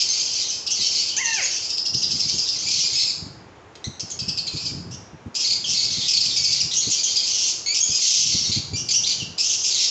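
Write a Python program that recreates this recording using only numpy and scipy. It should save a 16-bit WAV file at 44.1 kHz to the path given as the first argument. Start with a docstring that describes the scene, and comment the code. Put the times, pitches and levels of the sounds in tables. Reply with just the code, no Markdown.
"""Lovebirds in a hard-walled aviary

Lovebirds give quick hooked chips, whistles and rasping screeches, synthesized as harmonics on a moving
pitch, roughened and filtered by throat and beak. Short calls from a flock twitter behind them, mostly as
reverberation. A larger bird calls once, lower, and one tick is heard from the wire. Birds shuffle and hop
on the artificial turf where the microphone lies: low filtered noise, over a steady background."""
import sys
import numpy as np
from scipy import signal
from scipy.fft import rfft, irfft, next_fast_len
from scipy.io import wavfile
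from scipy.ndimage import uniform_filter1d, minimum_filter1d

SR = 44100
rng = np.random.default_rng(int(sys.argv[2]) if len(sys.argv) > 2 else 0)


def transcribe(u):
    """Save the signal u as a 16-bit wav file named by the first command-line argument.

    u: samples, shape (n,) or (channels, n), limited to [-1, 1]; the rate is SR.
    q: integer samples, one column per channel.
    """
    v = np.clip(np.atleast_2d(u).T, -1, 1)
    q = np.round(v * 32767).astype(np.int16)
    wavfile.write(sys.argv[1], SR, q)


N = 436590  # length [samples]

# All table levels are relative: each layer adds its own offset.
# bouts of twitter from the flock at the back: (start [s], end [s], level [dB])
FLOCK_BOUTS = [(0.0, 0.564, -12), (0.697, 1.08, -9), (1.22, 1.72, -13), (1.95, 2.45, -14),
               (2.502, 2.97, -11.5), (5.895, 6.578, -12), (6.798, 7.52, -11.5), (7.851, 8.475, -8.5),
               (9.58, 9.9, -8)]
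# transmission of a lovebird's throat: (frequency [Hz], level [dB])
LOVEBIRD_THROAT = [(1400, -38), (1950, -12), (2400, -6), (3100, 7.5), (3700, 9.5), (4700, 8), (5600, 5.5),
                   (6500, 8.5), (7400, 2), (8400, -25.5)]
# course of the larger bird's call: (time [s], pitch [Hz], level [dB])
SQUAWK_CONTOUR = [(1.165, 755, -36), (1.184, 873, -26.5), (1.21, 1092, -25), (1.245, 926.5, -27.5),
                  (1.307, 912, -24), (1.359, 867, -31), (1.388, 763, -22.5), (1.412, 609, -29.5),
                  (1.44, 476, -29.5)]
# transmission of the larger bird's throat: (frequency [Hz], level [dB])
LARGER_THROAT = [(480, -4), (950, -10.5), (1350, -12), (1850, 3.5), (2750, 2.5), (3550, -20), (5000, -39)]
# heavier footfalls and hops on the turf: (time [s], level [dB])
FOOTFALLS = [(0.789, -33), (1.942, -24), (2.144, -27), (2.249, -29), (2.334, -24.5), (2.921, -33.5),
             (3.221, -26), (3.259, -29), (3.865, -20.5), (4.026, -28.5), (4.21, -26.5), (4.272, -23.5),
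             (4.533, -21.5), (4.703, -26.5), (4.769, -25), (5.13, -29.5), (5.258, -23.5), (5.966, -26.5),
             (6.5, -35), (6.866, -23), (7.889, -27), (8.339, -20.5), (8.488, -22), (8.56, -16.5),
             (8.727, -19), (9.216, -26)]
# spectrum of contact with the turf: (frequency [Hz], level [dB])
TURF_SPECTRUM = [(20, -55.5), (35, -25.5), (55, -15.5), (80, -2), (125, 2.5), (190, -1.5), (300, -9),
                 (450, -18), (900, -58)]
# spectrum of the steady background: (frequency [Hz], level [dB])
AIR_SPECTRUM = [(25, -37.5), (50, -16), (90, -4.5), (200, -10.5), (380, -6.5), (600, -11.5), (830, -11),
                (1300, -15), (2400, -21.5), (5000, -31), (7000, -31), (8400, -54)]
# runs of hooked chips, each chip trailing a short note: (first time [s], last time [s], chips [count],
# slowing [share], first level [dB], last level [dB], first reference pitch [Hz],
# last reference pitch [Hz], note pitch [Hz], note level [dB])
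RUNS_OF_CHIPS = [ (0.0822, 0.4966, 6, -0.048, -27, -19.5, 5940, 5560, 3100, -39),
                 (0.668, 1.0866, 4, -0.052, -14.5, -16.5, 4810, 4690, 3005, -31),
                 (1.1687, 1.5175, 5, 0.1, -12, -19.5, 6110, 5550, 2630, -34.5),
                 (1.697, 2.48, 10, 0.12, -16.5, -12.5, 5003, 5113, 5015, -25.5),
                 (3.999, 4.105, 2, -0.02, -19, -20.5, 5620, 6270, 2320, -47),
                 (4.193, 4.471, 4, 0.028, -16.5, -15.5, 4877, 4425, 2663, -40),
                 (4.565, 4.656, 2, 0, -21, -16.5, 4570, 4830, 2500, -37),
                 (5.468, 5.524, 3, -0.37, -14.5, -11, 4360, 4754, 2235, -34.5),
                 (5.7673, 6.0115, 4, 0.056, -11, -27, 4956, 4490, 2200, -40.5),
                 (6.138, 6.2549, 4, 0.35, -6.5, -12, 4675, 4585, 2325, -39),
                 (6.3648, 6.5241, 3, 0.025, -8, -10, 4795, 4894, 2330, -33.5),
                 (6.9035, 7.1613, 3, -0.04, -11.5, -7.5, 6930, 4840, 3250, -30.5),
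                 (8.9124, 9.0954, 2, -0.13, -12.5, -20, 6030, 6040, 2910, -39)]
# clear whistles: (time [s], length [s], level [dB], pitch [Hz], glide [share of pitch],
# beak resonance [Hz])
CLEAR_WHISTLES = [ (0.089, 0.034, -19.5, 2094, 0.01, 6400), (1.436, 0.03, -20, 3298, -0.07, 6700),
                  (2.28, 0.022, -28, 2260, 0.08, 2120), (2.663, 0.033, -24.5, 2374, 0.14, 2380),
                  (2.841, 0.04, -21, 2417, 0.014, 4800), (2.933, 0.033, -23, 2206, -0.064, 7400),
                  (2.953, 0.088, -18, 2584, 0.064, 4960), (3.049, 0.065, -22.5, 2430, -0.13, 4750),
                  (3.842, 0.017, -26, 2056, 0.096, 2000), (5.642, 0.022, -23.5, 3063, -0.21, 2980),
                  (6.365, 0.13, -26, 2263, 0, 2390), (6.603, 0.016, -12, 2635, -0.32, 5030),
                  (6.768, 0.044, -17.5, 3335, 0.065, 6600), (7.045, 0.022, -26.5, 3164, -0.092, 3200),
                  (7.66, 0.078, -20.5, 2287, 0.07, 2445), (7.804, 0.014, -14, 3230, -0.036, 6440),
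                  (7.826, 0.021, -11.5, 3320, 0.115, 6740), (7.915, 0.068, -20.5, 2510, -0.03, 4960),
                  (8.455, 0.022, -27, 1950, -0.062, 3900), (8.734, 0.04, -27, 2360, 0.043, 3330),
                  (8.958, 0.015, -9, 2910, 0.085, 5800), (9.035, 0.018, -20, 3650, 0.41, 4050),
                  (9.2, 0.035, -27, 2877, -0.094, 2800)]
# rasping screeches: (time [s], length [s], level [dB], beak resonance [Hz], roughness [1])
RASPING_SCREECHES = [ (0.0, 0.03, -11.5, 5215, 0.81), (0.126, 0.12, -21.5, 4910, 0.61),
                     (0.343, 0.09, -24, 4840, 0.52), (0.701, 0.029, -20, 5910, 0.6),
                     (0.82, 0.06, -24, 5960, 0.35), (0.846, 0.03, -20, 4400, 0.41),
                     (0.962, 0.0714, -21.5, 4510, 0.51), (2.671, 0.17, -19.5, 5420, 1.05),
                     (2.982, 0.059, -15, 4400, 0.71), (4.514, 0.21, -32, 5170, 0.73),
                     (4.907, 0.052, -35, 6090, 0.52), (5.343, 0.11, -21, 5560, 0.75),
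                     (5.44, 0.031, -19, 4340, 0.41), (5.659, 0.09, -20, 5845, 0.82),
                     (5.736, 0.12, -19, 4516, 0.58), (5.871, 0.13, -26, 4160, 0.82),
                     (6.003, 0.077, -25, 3230, 0.67), (6.078, 0.046, -13.5, 5340, 0.63),
                     (6.492, 0.11, -23.5, 4640, 1.11), (6.711, 0.035, -21.5, 3810, 0.68),
                     (6.732, 0.067, -18, 6720, 0.57), (6.827, 0.064, -29, 3760, 0.57),
                     (6.904, 0.053, -19, 6210, 0.73), (6.972, 0.049, -26, 4680, 0.8),
                     (7.241, 0.3, -21.5, 6350, 0.73), (7.737, 0.062, -17, 5820, 0.8),
                     (7.992, 0.19, -15, 6085, 1.1), (8.12, 0.2, -15, 5950, 0.9),
                     (8.328, 0.091, -25.5, 4560, 1.1), (8.511, 0.076, -20, 4310, 0.7),
                     (8.754, 0.071, -25, 6510, 0.29), (8.885, 0.043, -17, 4840, 0.65),
                     (8.936, 0.023, -13.5, 6050, 0.4), (9.054, 0.088, -18.5, 4664, 0.88),
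                     (9.378, 0.043, -16, 5526, 0.5), (9.416, 0.15, -18.5, 6380, 0.83),
                     (9.638, 0.053, -16.5, 5540, 0.58), (9.7, 0.16, -22, 4040, 0.88),
                     (9.785, 0.086, -17.5, 5610, 1.21)]
# spells of feet and tails rubbing the turf: (start [s], end [s], level [dB])
RUBBING_SPELLS = [(1.954, 2.35, -41.5), (2.55, 3.45, -47), (4.168, 4.488, -41.5), (4.703, 4.975, -33.5),
                  (5.55, 6.802, -45), (8.25, 8.753, -36), (8.875, 9.296, -42)]


def undb(db):
    """Amplitude ratio: a gain is ten to the power of its decibels over twenty."""
    return 10 ** (np.asarray(db) / 20)


def unit(x):
    """Normalization: division by the root mean square sets it to 1."""
    return x / np.sqrt(np.mean(x ** 2) + 1e-18)


def gain_at(hz, points):
    """Spectral envelope: decibels interpolated along logarithmic frequency."""
    f, db = np.transpose(points)
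    return undb(np.interp(np.log(hz + 1), np.log(f), db))


def colour(x, points):
    """Linear filtering: the spectrum is multiplied by an envelope, then scaled to rms 1."""
    n = next_fast_len(len(x) + 256)
    spectrum = rfft(x, n) * gain_at(np.fft.rfftfreq(n, 1 / SR), points)
    return unit(irfft(spectrum, n)[:len(x)])


def noise(n, points):
    """Coloured noise: white noise shaped by a spectral envelope, rms 1."""
    return colour(rng.standard_normal(n), points)


def wobble(t, hz):
    """Random modulation: straight lines join random values drawn hz times a second."""
    values = rng.standard_normal(4096)
    return np.interp(t * hz % 4095, np.arange(4096), values)


def add(out, s, x):
    """Superposition: x is summed into out from time s [s]."""
    i = int(np.clip(s * SR, 0, N))
    out[i:i + len(x)] += x[:N - i]


def syrinx(hz, first=0.86, count=5):
    """Harmonic series: integer multiples of a moving pitch; first weights the fundamental."""
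    phase = 2 * np.pi * np.cumsum(hz) / SR
    # partials above a quarter of the sample rate are left out
    overtones = sum((k * hz < SR / 4) * np.sin(k * phase) for k in range(2, count + 1))
    return unit(first * np.sin(phase) + overtones)


def beak(x, hz, width_hz=1100, boost=1.89):
    """Resonance: the open beak reinforces one band; rms 1."""
    hz = np.clip(hz, 1000, SR / 4)
    b, a = signal.iirpeak(hz, hz / width_hz, SR)
    return unit(x + boost * signal.lfilter(b, a, x))


def lovebird(hz, rough, beak_hz, full_hz=2550, fade=4.3, jitter=.1, rasp_hz=1800, flutter=.07,
             flutter_hz=260, pulse_hz=300, pulse_db=8, stutter_db=5, hiss=1.0):
    """Chaotic phonation: a pressed syrinx scatters its pitch and beats in uneven, hissing pulses."""
    t = np.arange(len(hz)) / SR
    chaos = jitter * wobble(t, rasp_hz) + flutter * wobble(t, flutter_hz)
    unsteady_hz = hz * np.exp(rough * chaos + 0.01384 * wobble(t, 138.3))
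    # high notes sung on the second harmonic lose their fundamental
    first = np.where(beak_hz > 1.3 * hz, np.minimum((full_hz / hz) ** fade, 1.6), 1)
    source = syrinx(unsteady_hz, first) + hiss * rough * rng.standard_normal(len(t))
    beat_hz = pulse_hz * np.exp(.4 * wobble(t, 200.6))
    beat = np.sin(2 * np.pi * np.cumsum(beat_hz) / SR)
    stutter = np.tanh(wobble(t, 110))
    pulses = undb(np.sqrt(abs(rough)) * (pulse_db * beat + stutter_db * stutter))
    return beak(colour(source * pulses, LOVEBIRD_THROAT), beak_hz)


def held_call(length, start_hz, end_hz, rough, beak_hz, attack=0.03, release=0.072):
    """Gliding tone: pitch moves linearly; attack and release are shares of the length [s]."""
    u = np.linspace(0, 1, int(max(length, .01) * SR))
    swell = np.minimum(u / attack, 1) * np.minimum((1 - u) / release, 1)
    return swell * lovebird(start_hz + u * (end_hz - start_hz), rough, beak_hz)


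def screech(length, beak_hz, rough, typical_hz=2458, typical_beak_hz=5194, follow=0.58, glide=0.0406):
    """Coupled source and resonator: pitch rises with beak resonance by a power law, and in the note."""
    hz = typical_hz * (beak_hz / typical_beak_hz) ** follow
    return held_call(length, hz * (1 - glide / 2), hz * (1 + glide / 2), rough, beak_hz,
                     attack=0.11, release=0.15)


def near_birds(whistle_db=-2, screech_db=-2):
    """Superposition of near sources: chips, whistles and screeches of the nearest lovebirds."""
    out = chip_runs()
    for s, length, db, hz, glide, beak_hz in CLEAR_WHISTLES:
        add(out, s, undb(db + whistle_db) * whistle(length, hz, glide, beak_hz))
    for s, length, db, beak_hz, rough in RASPING_SCREECHES:
        add(out, s, undb(db + screech_db) * screech(length, beak_hz, rough))
    return out


def flock(flock_db=-12, pitch_hz=2500, spread=.11, rough=0.504, fade_s=0.19, fade_db=-3):
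    """Statistical texture: short calls of scattered pitch, glide, level and timing form each bout."""
    out = np.zeros(N)
    for start, end, db in FLOCK_BOUTS:
        for s in np.arange(start, end, 1 / 26):  # 26 calls a second
            pitch, glide, size, delay = np.clip(rng.standard_normal(4), -2, 2)
            hz = pitch_hz * np.exp(spread * pitch)
            call = held_call(0.03, hz, hz * np.exp(0.23 * glide), rough, 2 * hz)
            # a bout swells in and thins out
            fade = fade_db * np.exp(-min(s - start, end - s) / fade_s)
            add(out, s + 0.0071 * delay, undb(db + fade + flock_db + size) * call)
    return out


def feet(step_db=-6.5, rise_s=0.0098, shuffle_db=-4, patchy_db=4.0, fidget_db=-59.5, fade_s=0.093):
    """Friction and impact: patchy low noise for rubbing, brief noise pulses for steps on the turf."""
    t = np.arange(N) / SR
    rubbing = undb(fidget_db)  # light rubbing throughout
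    for start, end, db in RUBBING_SPELLS:
        spell = np.interp(t, [start - fade_s, start, end, end + fade_s], [0, 1, 1, 0])
        rubbing = rubbing + undb(db) * spell
    out = noise(N, TURF_SPECTRUM) * rubbing * undb(shuffle_db + patchy_db * wobble(t, 27))
    age = t[:SR // 8] / rise_s
    push = age * np.exp(1 - age)  # peaks at 1 after rise_s
    for s, db in FOOTFALLS:
        thud = unit(noise(len(age), TURF_SPECTRUM) * push) * np.sqrt(np.mean(push ** 2))
        add(out, s, undb(db + step_db) * thud)
    return out


def air(level_db=-47):
    """Stationary noise: a steady background of fixed spectrum."""
    return undb(level_db) * noise(N, AIR_SPECTRUM)


def aviary(x, t60=0.56, early_db=5, early_s=0.012, gap_s=0.0043):
    """Reverberation: convolution with sparse early reflections and a dense tail, of unit energy."""
    t = np.arange(SR) / SR
    # on average one sample in 64 carries a reflection
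    early = rng.standard_normal(SR) * (rng.random(SR) < 1 / 64) * np.sqrt(64)
    tail = rng.standard_normal(SR) * np.exp(-np.log(1000) * t / t60)  # falls 60 dB in t60 [s]
    response = (tail + undb(early_db) * early * np.exp(-t / early_s)) * (t > gap_s)
    return signal.fftconvolve(x, response / np.linalg.norm(response))[:N]


def chip_runs(chip_db=-7, note_db=-2, rough=0.45, lead_s=.003, note_delay_s=0.012,
              swell_db=2.5, scatter=0.025):
    """Rhythmic succession: pace slackens or quickens while level and pitch slide along each run."""
    out = np.zeros(N)
    for (first, last, count, slowing, first_db, last_db,
         first_hz, last_hz, note_hz, note_level) in RUNS_OF_CHIPS:
        for u in np.linspace(0, 1, int(round(count))):
            arch = u * (1 - u)
            s = first + (last - first) * (u - slowing * arch)
            # a run is louder in its middle
            db = first_db + u * (last_db - first_db) + swell_db * np.sin(np.pi * u)
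            hz = (first_hz + u * (last_hz - first_hz)) * np.exp(scatter * rng.standard_normal())
            add(out, s - lead_s, undb(db + chip_db) * chip(hz, rough))
            add(out, s + note_delay_s, undb(note_level + note_db) * trailing_note(note_hz))
    return out


def chip(top_hz, rough, length=.028):
    """Frequency modulation: low chips dip and leap nearly an octave; shrill ones flick up, then fall."""
    u = np.linspace(0, 1, int(length * rng.uniform(0.81, 1.1) * SR))
    swell = np.interp(u, [0, .05, .35, .55, .8, 1], [0.32, 0.69, 1.0, 1, 0.64, 0])
    # hoarse at first
    hoarse = rough * np.interp(u, [0, .3, .45, .65, 1], [0.98, 0.67, 1.7, 0.24, 0.16])
    if top_hz > 5400:  # shrill: the second harmonic lies near top_hz
        hook = np.interp(u, [0, .25, .5, 1], [0.32, 0.59, .53, 0.4])
    else:
        hook = np.interp(u, [0, .15, .36, .48, 1], [.58, .52, .53, 1.02, 0.9])
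    return swell * lovebird(top_hz * hook, hoarse, top_hz)


def whistle(length, hz, glide, beak_hz):
    """Nearly periodic phonation: little roughness leaves a clear note gliding through its pitch."""
    return held_call(length, hz * (1 - glide / 2), hz * (1 + glide / 2), 0.15, beak_hz)


def trailing_note(hz, length=0.05, glide=-0.02, rough=0.3, scatter=0.017):
    """Resonance tuning: the beak reinforces the fundamental of a slightly hoarse, falling note."""
    hz = hz * np.exp(scatter * rng.standard_normal())
    return held_call(length, hz, hz * (1 + glide), rough, hz)


def larger_bird(squawk_db=-2, jitter=0.011):
    """Source and filter: harmonics on an arched pitch pass a nasal throat and fall away at the end."""
    times, pitch, db = np.transpose(SQUAWK_CONTOUR)
    t = np.arange(times[0], times[-1], 1 / SR)
    hz = np.interp(t, times, pitch) * (1 + jitter * wobble(t, 900))
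    call = colour(syrinx(hz), LARGER_THROAT)
    out = np.zeros(N)
    add(out, times[0], call * undb(np.interp(t, times, db) + squawk_db))
    return out


def cage_tick(s=3.754, db=-36, decay_s=0.0059):
    """Damped impact: a beak or claw taps the wire, heard as bright noise dying exponentially."""
    t = np.arange(SR // 30) / SR
    click = noise(len(t), [(1000, -28), (2800, 2), (6500, 0), (8000, -19)])
    out = np.zeros(N)
    add(out, s, undb(db) * np.exp(-t / decay_s) * click)
    return out


def scene(direct_db=-1, room_db=-2):
    """Direct and reverberant fields: near birds reach us by both, the flock almost only off the walls."""
    near = near_birds() + larger_bird() + cage_tick()
    far = flock()
    direct = undb(direct_db) * (near + 0.17 * far)
    reverberant = aviary(undb(room_db) * near + far)
    return (direct + reverberant + feet() + air())[None]


def record(dry, limit_db=-7, hold_s=0.026, top_hz=8450):
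    """Limiting and low-pass filtering: the recorder holds high peaks down and cuts the top steeply."""
    size = max(int(hold_s * SR), 1)
    highest = -minimum_filter1d(-abs(dry), size)
    peak = uniform_filter1d(highest, size)
    limited = dry / (1 + (peak / undb(limit_db)) ** 4) ** (1 / 4)
    return signal.sosfilt(signal.ellip(10, .2, 70, top_hz, fs=SR, output="sos"), limited)


dry = scene()
out = record(dry)
transcribe(out)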